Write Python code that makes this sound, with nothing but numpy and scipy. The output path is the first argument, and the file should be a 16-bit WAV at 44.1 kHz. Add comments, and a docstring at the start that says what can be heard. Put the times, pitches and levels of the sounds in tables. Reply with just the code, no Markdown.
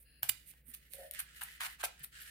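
"""A plastic fork is worked through dry flour in a shallow bowl, close by, in a small kitchen.
The tines rasp on the bowl in short gritty scrapes, flicks and brief pings, all friction grains and decaying tones.
Flour grains swish and fizz through filters; knocks and thuds are decaying sines.
The bowl gives one low rubbing groan of random slips and a gliding sine; a faint thin hiss passes near the start.
An appliance hums underneath."""
import sys
import numpy as np
from scipy import signal
from scipy.fft import rfft, irfft, next_fast_len
from scipy.io import wavfile
from scipy.ndimage import uniform_filter1d

SR = 44100
rng = np.random.default_rng(int(sys.argv[2]) if len(sys.argv) > 2 else 0)


def waveform_to_disk(signal):
    """Save audio, clipped to [-1, 1], as 16-bit WAV at the path in sys.argv[1]."""
    frames = np.transpose(np.atleast_2d(signal))
    scaled = np.clip(frames, -1, 1) * 32767
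    samples = np.round(scaled).astype(np.int16)
    wavfile.write(sys.argv[1], SR, samples)


N = 101429
T = np.arange(N) / SR

# powdery treble colour of flour and scrapes: [freq_hz, colour_db]
FIZZ = [(500, -56), (4000, -24), (7000, -21), (8800, 4), (10500, 5), (12500, 5.5), (14500, 1), (15350, 6.5),
        (15900, -26.5)]
GRAINS_PER_S, GRAIN_SPREAD_DB = 2200, 3  # flour and faint hiss


def from_db(db):
    """Decibels to amplitude gain."""
    return 10 ** (np.asarray(db) / 20)


def rms_one(x):
    """Scale to unit rms."""
    return x / np.sqrt(np.mean(x ** 2) + 1e-20)


def curve(points):
    """Straight-line curve over time through (time, value) points."""
    return np.interp(T, *np.transpose(points))


def colour(x, points):
    """Causal minimum-phase filter whose gain follows (Hz, dB) points."""
    size = 2 * next_fast_len(N)
    hz, db = np.transpose(points)
    bins_hz = np.fft.rfftfreq(size, 1 / SR)
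    gain_db = np.interp(np.log(bins_hz + 1), np.log(hz), db)
    cepstrum = irfft(np.log(from_db(gain_db)))
    # fold the cepstrum onto positive time: minimum phase
    cepstrum[1:size // 2] *= 2
    cepstrum[size // 2 + 1:] = 0
    return irfft(rfft(x, size) * np.exp(rfft(cepstrum)))[..., :N]


def resonator(hz, width_hz):
    """Two-pole filter coefficients with unit gain at the resonance."""
    r = np.exp(-np.pi * width_hz / SR)
    zeros = np.array([1, 0, -1]) * (1 - r * r) / 2
    poles = [1, -2 * r * np.cos(2 * np.pi * hz / SR), r * r]
    return zeros, poles


def resonance(x, hz, width_hz):
    """Fixed two-pole resonance."""
    return signal.lfilter(*resonator(hz, width_hz), x)


def gliding_resonance(x, centre_hz, width_hz):
    """Two-pole resonance whose centre follows a curve, block by block."""
    out, state, block = np.zeros_like(x), np.zeros((2, 2)), 128
    for i in range(0, N, block):
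        zeros, poles = resonator(centre_hz[i], width_hz)
        out[:, i:i + block], state = signal.lfilter(zeros, poles, x[:, i:i + block], zi=state)
    return out


def wander(hz):
    """Low-passed noise: smooth random motion with unit rms."""
    lowpass = signal.butter(2, hz, fs=SR, output="sos")
    return rms_one(signal.sosfilt(lowpass, rng.standard_normal(N)))


def grains(per_s, spread_db):
    """Random clicks of uneven size and sign, at unit rms."""
    sizes = from_db(spread_db * np.minimum(rng.exponential(1, N), 4))
    signs = rng.choice([-1, 1], N)
    return rms_one(sizes * signs * (rng.random(N) < per_s / SR))


def grit(per_s, spread_db):
    """Grains at two microphones: the shared part reaches the left ever earlier as the fork travels."""
    travel_start_s, left_lead_s_per_s = 0.3, 0.00013
    shared_power = 0.22
    shared = grains(per_s, spread_db)
    lead_s = left_lead_s_per_s * np.maximum(T - travel_start_s, 0)
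    right_index = np.clip(np.round((T - lead_s) * SR).astype(int), 0, N - 1)
    pair = np.array([shared, shared[right_index]])
    separate = np.array([grains(per_s, spread_db) for _ in pair])
    return np.sqrt(shared_power) * pair + np.sqrt(1 - shared_power) * separate


def pan(left_right_db):
    """Left and right gains at constant power."""
    return rms_one(from_db(np.array([[left_right_db], [-left_right_db]]) / 2))


def through_fork(x, spectrum):
    """Colour friction by a spectrum and the fork's ring, normalised to unit impulse-response energy."""
    # the fork's own ring: [freq_hz, width_hz, gain]
    fork_modes = [(2945, 210, 0.81), (9960, 130, 0.13), (14000, 210, 1)]

    def body(v):
        ring = sum(gain * resonance(v, hz, width_hz) for hz, width_hz, gain in fork_modes)
        return colour(v + ring, spectrum)
    return body(x) / np.sqrt(np.sum(body(signal.unit_impulse(N)) ** 2))


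def tines():
    """Scrapes swell, chatter and stop short; flicks snap and decay. Both excite bowl, rasp and fizz."""
    # tines scrape the bowl: [start_s, rise_s, hold_s, bowl_db, rasp_db, fizz_db, left_right_db]
    scrapes = [(.000, 0.00057, 0.031, -89, -78.5, -62.5, -5), (0.222, 0.0056, 0.023, -55, -55.5, -48.5, 3),
               (0.248, 0.003, 0.033, -72, -62, -54.5, 13), (.284, .011, .0028, -42, -28.5, -24.5, -6),
               (0.438, 0.039, 0.04, -86, -64.5, -54.5, -8.5), (0.633, 0.051, 0.034, -82, -96, -54, -32),
               (0.734, 0.005, 0.011, -68, -52, -44.5, -7), (0.881, 0.048, 0.03, -82, -60, -52, -13),
               (1.186, 0.0063, 0.0128, -50.5, -46.5, -37.5, -3),
               (1.407, 0.0048, 0.018, -49, -53.5, -47.5, -4), (1.43, 0.0039, 0.0038, -78, -51, -40, -4),
               (1.597, 0.011, 0.033, -42.5, -45.5, -48, 0.5), (1.635, 0.0081, 0.027, -45, -45, -47, -2.5),
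               (1.777, 0.033, 0.0091, -50, -48.5, -54.5, -3), (1.825, 0.0082, 0.00097, -36.5, -58, -46, -6),
               (1.834, 0.0039, 0.019, -47.5, -38, -38.5, -1), (2.021, 0.021, 0.0052, -61.5, -52, -42.5, 0),
               (2.202, 0.019, 0.0038, -78, -64, -50, 4)]
    # a tine flicks free: [start_s, bowl_db, rasp_db, fizz_db, left_right_db]
    flicks = [(0.2312, -34, -31, -29, -4.5), (0.537, -54.5, -70.5, -67.5, 9), (0.9356, -59, -38, -36, -2),
              (1.111, -72, -39, -32, -1.5), (1.137, -71, -51, -34.5, -6), (1.148, -51.5, -41, -37, -7),
              (1.4176, -34.5, -44.5, -51, 9), (1.607, -27.5, -39, -37.5, -8), (1.615, -33, -56, -48, -23),
              (1.6335, -43, -50, -48, 15), (1.994, -68, -75, -47, 0), (2.046, -64, -58, -45, -27)]
    # bowl colour under friction: [freq_hz, colour_db]
    bowl_colour = [(200, -47.5), (500, -33), (730, -11), (900, -7), (1090, -6.5), (1350, -3.5), (1620, 3),
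                   (2100, -6), (3200, -8.5), (16000, -61.5)]
    # gritty rasp colour: [freq_hz, colour_db]
    rasp_colour = [(200, -45.5), (800, -35.5), (1400, -32.5), (2000, -3.5), (2450, 0), (3000, -8.5),
                   (3600, -3.5), (4300, -4.5), (5500, -10), (7500, -6), (10000, -7), (16000, -26)]
    release_s, flick_decay_s = 0.00085, 0.0013  # 1/e times
    slips_per_s, slip_spread_db = 7000, 4.5
    chatter_hz, chatter_db = 175, 1

    # the tines catch and let go unevenly
    chatter = rms_one(from_db(chatter_db * wander(chatter_hz)))
    out = 0
    for k, spectrum in enumerate((bowl_colour, rasp_colour, FIZZ)):
        power = 0
        for start_s, rise_s, hold_s, *levels_db, left_right_db in scrapes:
            swell = np.clip((T - start_s) / rise_s, 0, 1) ** 2
            release = np.exp(-np.maximum(T - start_s - rise_s - hold_s, 0) / release_s)
            level = from_db(levels_db[k]) * pan(left_right_db)
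            power = power + (level * swell * release * chatter) ** 2
        for start_s, *levels_db, left_right_db in flicks:
            snap = (T >= start_s) * np.exp(-np.abs(T - start_s) / flick_decay_s)
            power = power + (from_db(levels_db[k]) * snap * pan(left_right_db)) ** 2
        friction = np.sqrt(power) * grit(slips_per_s, slip_spread_db)
        out = out + through_fork(friction, spectrum)
    return out


def pings():
    """A caught tine swells into a tone, pitched by where it is caught, and the flour damps it at once."""
    # singing tines: [start_s, pitch_hz, swell_s, peak_db, left_right_db]
    ping_events = [(.2311, 12700, 0.00065, -19.5, -15), (.293, 14500, 0.0013, -21.5, -9),
                   (0.2962, 2950, 0.0012, -30.5, -2), (1.196, 9500, 0.0016, -39, -11),
                   (1.433, 8900, 0.0014, -39.5, -12)]
    out = 0
    for start_s, hz, swell_s, db, left_right_db in ping_events:
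        age_s = np.maximum(T - start_s, 0)
        envelope = age_s / swell_s * np.exp(1 - age_s / swell_s)  # peaks at 1
        out = out + from_db(db) * pan(left_right_db) * envelope * np.sin(2 * np.pi * hz * age_s)
    return out


def knocks():
    """Bumps set the flour-damped bowl ringing briefly: decaying sine modes, high-passed."""
    # bumps of the bowl: [start_s, level_db]
    bumps = [(0.2313, -41.5), (1.8374, -25.5)]
    # bowl modes: [freq_hz, level_db, t60_s]
    bowl_modes = [(586, -33, 0.12), (735, -10.5, 0.022), (850, -3, 0.01), (1294, -5.5, 0.012),
                  (1546, -15, 0.04)]
    out = 0
    for start_s, db in bumps:
        age_s = np.maximum(T - start_s, 0)
        for hz, mode_db, t60_s in bowl_modes:
            out = out + from_db(db + mode_db - 60 * age_s / t60_s) * np.sin(2 * np.pi * hz * age_s)
    return signal.sosfilt(signal.butter(3, 500, "high", fs=SR, output="sos"), out)


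def groan():
    """The bowl sticks and slips: a gliding sine core, roughened by uneven slips in low resonances."""
    # groan loudness: [time_s, level_db]
    groan_level = [(0.926, -105), (0.939, -61.5), (0.967, -68.5), (0.991, -54), (1.051, -56.5),
                   (1.09, -69.5), (1.14, -74.5), (1.18, -87)]
    # groan resonances: [freq_hz, width_hz, level_db]
    groan_modes = [(543, 34.5, 1.5), (622, 29, -2), (704, 53, -9.5)]
    # pitch of the core: [time_s, pitch_hz]
    groan_pitch = [(.94, 518), (.985, 570.5), (1.01, 531.7), (1.06, 560.4), (1.11, 607.5)]
    low_hz, high_hz = 468, 960
    core_gain, wobble_db = 0.73, 5

    def even_out(x):
        return x / np.sqrt(uniform_filter1d(x ** 2, size=1200) + 1e-12)  # size in samples

    slips = grains(per_s=490, spread_db=2.5)
    rough = 0
    for hz, width_hz, db in groan_modes:
        narrow = resonance(slips, hz, width_hz)
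        rough = rough + from_db(db) * resonance(narrow, hz, 2 * width_hz)
    band = signal.butter(4, (low_hz, high_hz), "band", fs=SR, output="sos")
    rough = even_out(signal.sosfilt(band, rough))
    phase = 2 * np.pi * np.cumsum(curve(groan_pitch)) / SR
    core = np.sin(phase) * from_db(wobble_db * wander(hz=70.6))
    tone = even_out(rough + core_gain * core)
    sounding = (T > groan_level[0][0]) * (T < groan_level[-1][0])
    return tone * from_db(curve(groan_level)) * sounding


def ease_in_out(start_s, length_s):
    """Envelope that eases in, holds and eases out."""
    edge_s = 0.045
    return np.clip(np.minimum(T - start_s, start_s + length_s - T) / edge_s, 0, 1)


def flour():
    """Fine grains slide past the fork: a swish with a shifting hollow resonance, and a powdery fizz."""
    # pushes, levels ahead of resonance and clumping: [start_s, length_s, swish_db, fizz_db]
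    pushes = [(0.276, 0.17, -67.5, -69), (0.359, 0.27, -71, -72.5), (0.654, 0.15, -66.5, -64.5),
              (0.783, 0.13, -66.5, -72.5), (0.914, 0.19, -59, -58.5), (1.114, 0.13, -49.5, -62),
              (1.235, 0.54, -61, -88), (1.328, 0.19, -54, -60), (1.473, 0.12, -54, -62),
              (1.627, 0.14, -54, -58.5), (1.953, 0.12, -58.5, -82), (2.108, 0.13, -52, -69),
              (2.164, 0.17, -52.5, -58.5)]
    # swish colour: [freq_hz, colour_db]
    swish_colour = [(300, -36.5), (1050, -29), (1350, -11.5), (1800, -1.5), (2300, -6.5), (3000, -7),
                    (3600, -9), (4500, -10.5), (6000, -15.5), (9000, -11), (16000, -40)]
    # hollow resonance, shifting with fork depth: [time_s, centre_hz]
    swish_peak = [(.6, 1910), (1.1, 1970), (1.2, 1760), (1.33, 1460), (1.43, 1760), (1.53, 2000),
                  (1.7, 1840), (2.15, 1620), (2.3, 1680)]
    peak_width_hz, peak_gain, peak_wobble_hz = 133, 1.59, 125
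    clump_hz, clump_db = 69, 1.37

    layers = []
    for k, spectrum in enumerate((swish_colour, FIZZ)):
        power = 0
        for start_s, length_s, *levels_db in pushes:
            power = power + (from_db(levels_db[k]) * ease_in_out(start_s, length_s)) ** 2
        friction = np.sqrt(power) * grit(GRAINS_PER_S, GRAIN_SPREAD_DB)
        layers.append(through_fork(friction, spectrum))
    swish, fizz = layers
    centre_hz = curve(swish_peak) + peak_wobble_hz * wander(hz=15)
    hollow = gliding_resonance(swish, centre_hz, peak_width_hz)
    swish = from_db(-3.5) * (swish + peak_gain * hollow)
    # the flour gives way in clumps
    clumps = rms_one(from_db(clump_db * wander(clump_hz)))
    return (swish + fizz) * pan(-2.5) * clumps


def faint_hiss():
    """A faint, thin, hollow hiss in a few separate narrow bands, near the start."""
    # hiss bands: [freq_hz, width_hz, level_db]
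    hiss_bands = [(1710, 270, -78), (2720, 370, -75), (4240, 260, -79), (4850, 240, -81.5),
                  (10260, 500, -74.5)]
    clicks = grit(GRAINS_PER_S, GRAIN_SPREAD_DB)
    out = 0
    for hz, width_hz, db in hiss_bands:
        band = resonance(resonance(clicks, hz, width_hz), hz, width_hz)
        out = out + from_db(db) * rms_one(band)
    return ease_in_out(start_s=0.03, length_s=0.2) * out


def thuds():
    """Soft low bumps of the bowl on the table: decaying sines."""
    # bumps on the table: [start_s, pitch_hz, level_db, t60_s]
    table_bumps = [(0.23, 132, -50.5, 0.13), (0.295, 112, -56, 0.2), (0.686, 239, -59, 0.125),
                   (2.008, 146, -57.5, 0.24)]
    out = 0
    for start_s, hz, db, t60_s in table_bumps:
        age_s = np.maximum(T - start_s, 0)
        out = out + from_db(db - 60 * age_s / t60_s) * np.sin(2 * np.pi * hz * age_s)
    return out


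def kitchen(x):
    """A diffuse noise tail, unrelated left and right, with a gain and decay for each band."""
    # room bands: [low_hz, high_hz, gain_db, t60_s]
    room_bands = [(324, 1300, -4.5, 0.23), (1140, 7000, -10.5, 0.37), (4540, 17000, -10, 0.11),
                  (7440, 19000, -26.5, 0.45)]
    age_s, response = T[:SR // 2], 0
    for low_hz, high_hz, db, t60_s in room_bands:
        tail = rng.standard_normal((2, len(age_s))) * from_db(-60 * age_s / t60_s)
        tail = tail * (age_s > 0.003)  # silent before the first reflections
        tail = tail / np.sqrt(np.sum(tail ** 2) / 2)
        band = signal.butter(2, [low_hz, high_hz], "band", fs=SR, output="sos")
        response = response + from_db(db) * signal.sosfilt(band, tail)
    return signal.fftconvolve(x, response, axes=1)[:, :N]


def background():
    """An appliance hums as a sine of wavering level over faint room rumble of coloured noise."""
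    # rumble colour: [freq_hz, colour_db]
    floor_colour = [(20, -22.5), (45, 7), (80, -5.5), (100, -14.5), (140, 5.5), (190, -6), (250, -8),
                    (330, -14), (500, -13.5), (1000, -35), (2000, -15.5), (6000, -44), (16000, -18.5)]
    hum_hz, hum_db, floor_db = 58.8, -68.5, -70.5
    air = rng.standard_normal(N) + 0.34 * rng.standard_normal((2, N))  # shared + separate
    hum = np.sin(2 * np.pi * hum_hz * T) * from_db(2.16 * wander(hz=24.6))
    return from_db(floor_db) * rms_one(colour(air, floor_colour)) + from_db(hum_db) * rms_one(hum)


def scene():
    """Fork, flour and bowl in the kitchen; pings, thuds and background get no room tail."""
    # the two microphones hear the bowl differently: [freq_hz, left_right_db]
    mic_balance = [(200, 1.5), (700, -5), (1300, -7), (2400, 2.5), (4400, 2.5), (8100, -1.5), (15000, 4)]
    # room share as the fork moves about the bowl: [time_s, send_db]
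    room_send = [(.23, 5), (.30, -2), (.8, 3), (1.2, 1.5), (1.85, 1), (2.3, 3)]
    near = tines() + knocks() + groan() + flour() + faint_hiss()
    left, right = near + pings()
    left = colour(left, [(hz, db / 2) for hz, db in mic_balance])
    right = colour(right, [(hz, -db / 2) for hz, db in mic_balance])
    direct = np.array([left, right])
    return direct + kitchen(near * from_db(curve(room_send))) + thuds() + background()


def record(dry):
    """A steep low-pass, 60 dB down from 16.7 kHz upward."""
    return signal.sosfilt(signal.cheby2(16, 60, 16700, fs=SR, output="sos"), dry)


dry = scene()
out = record(dry)
waveform_to_disk(out)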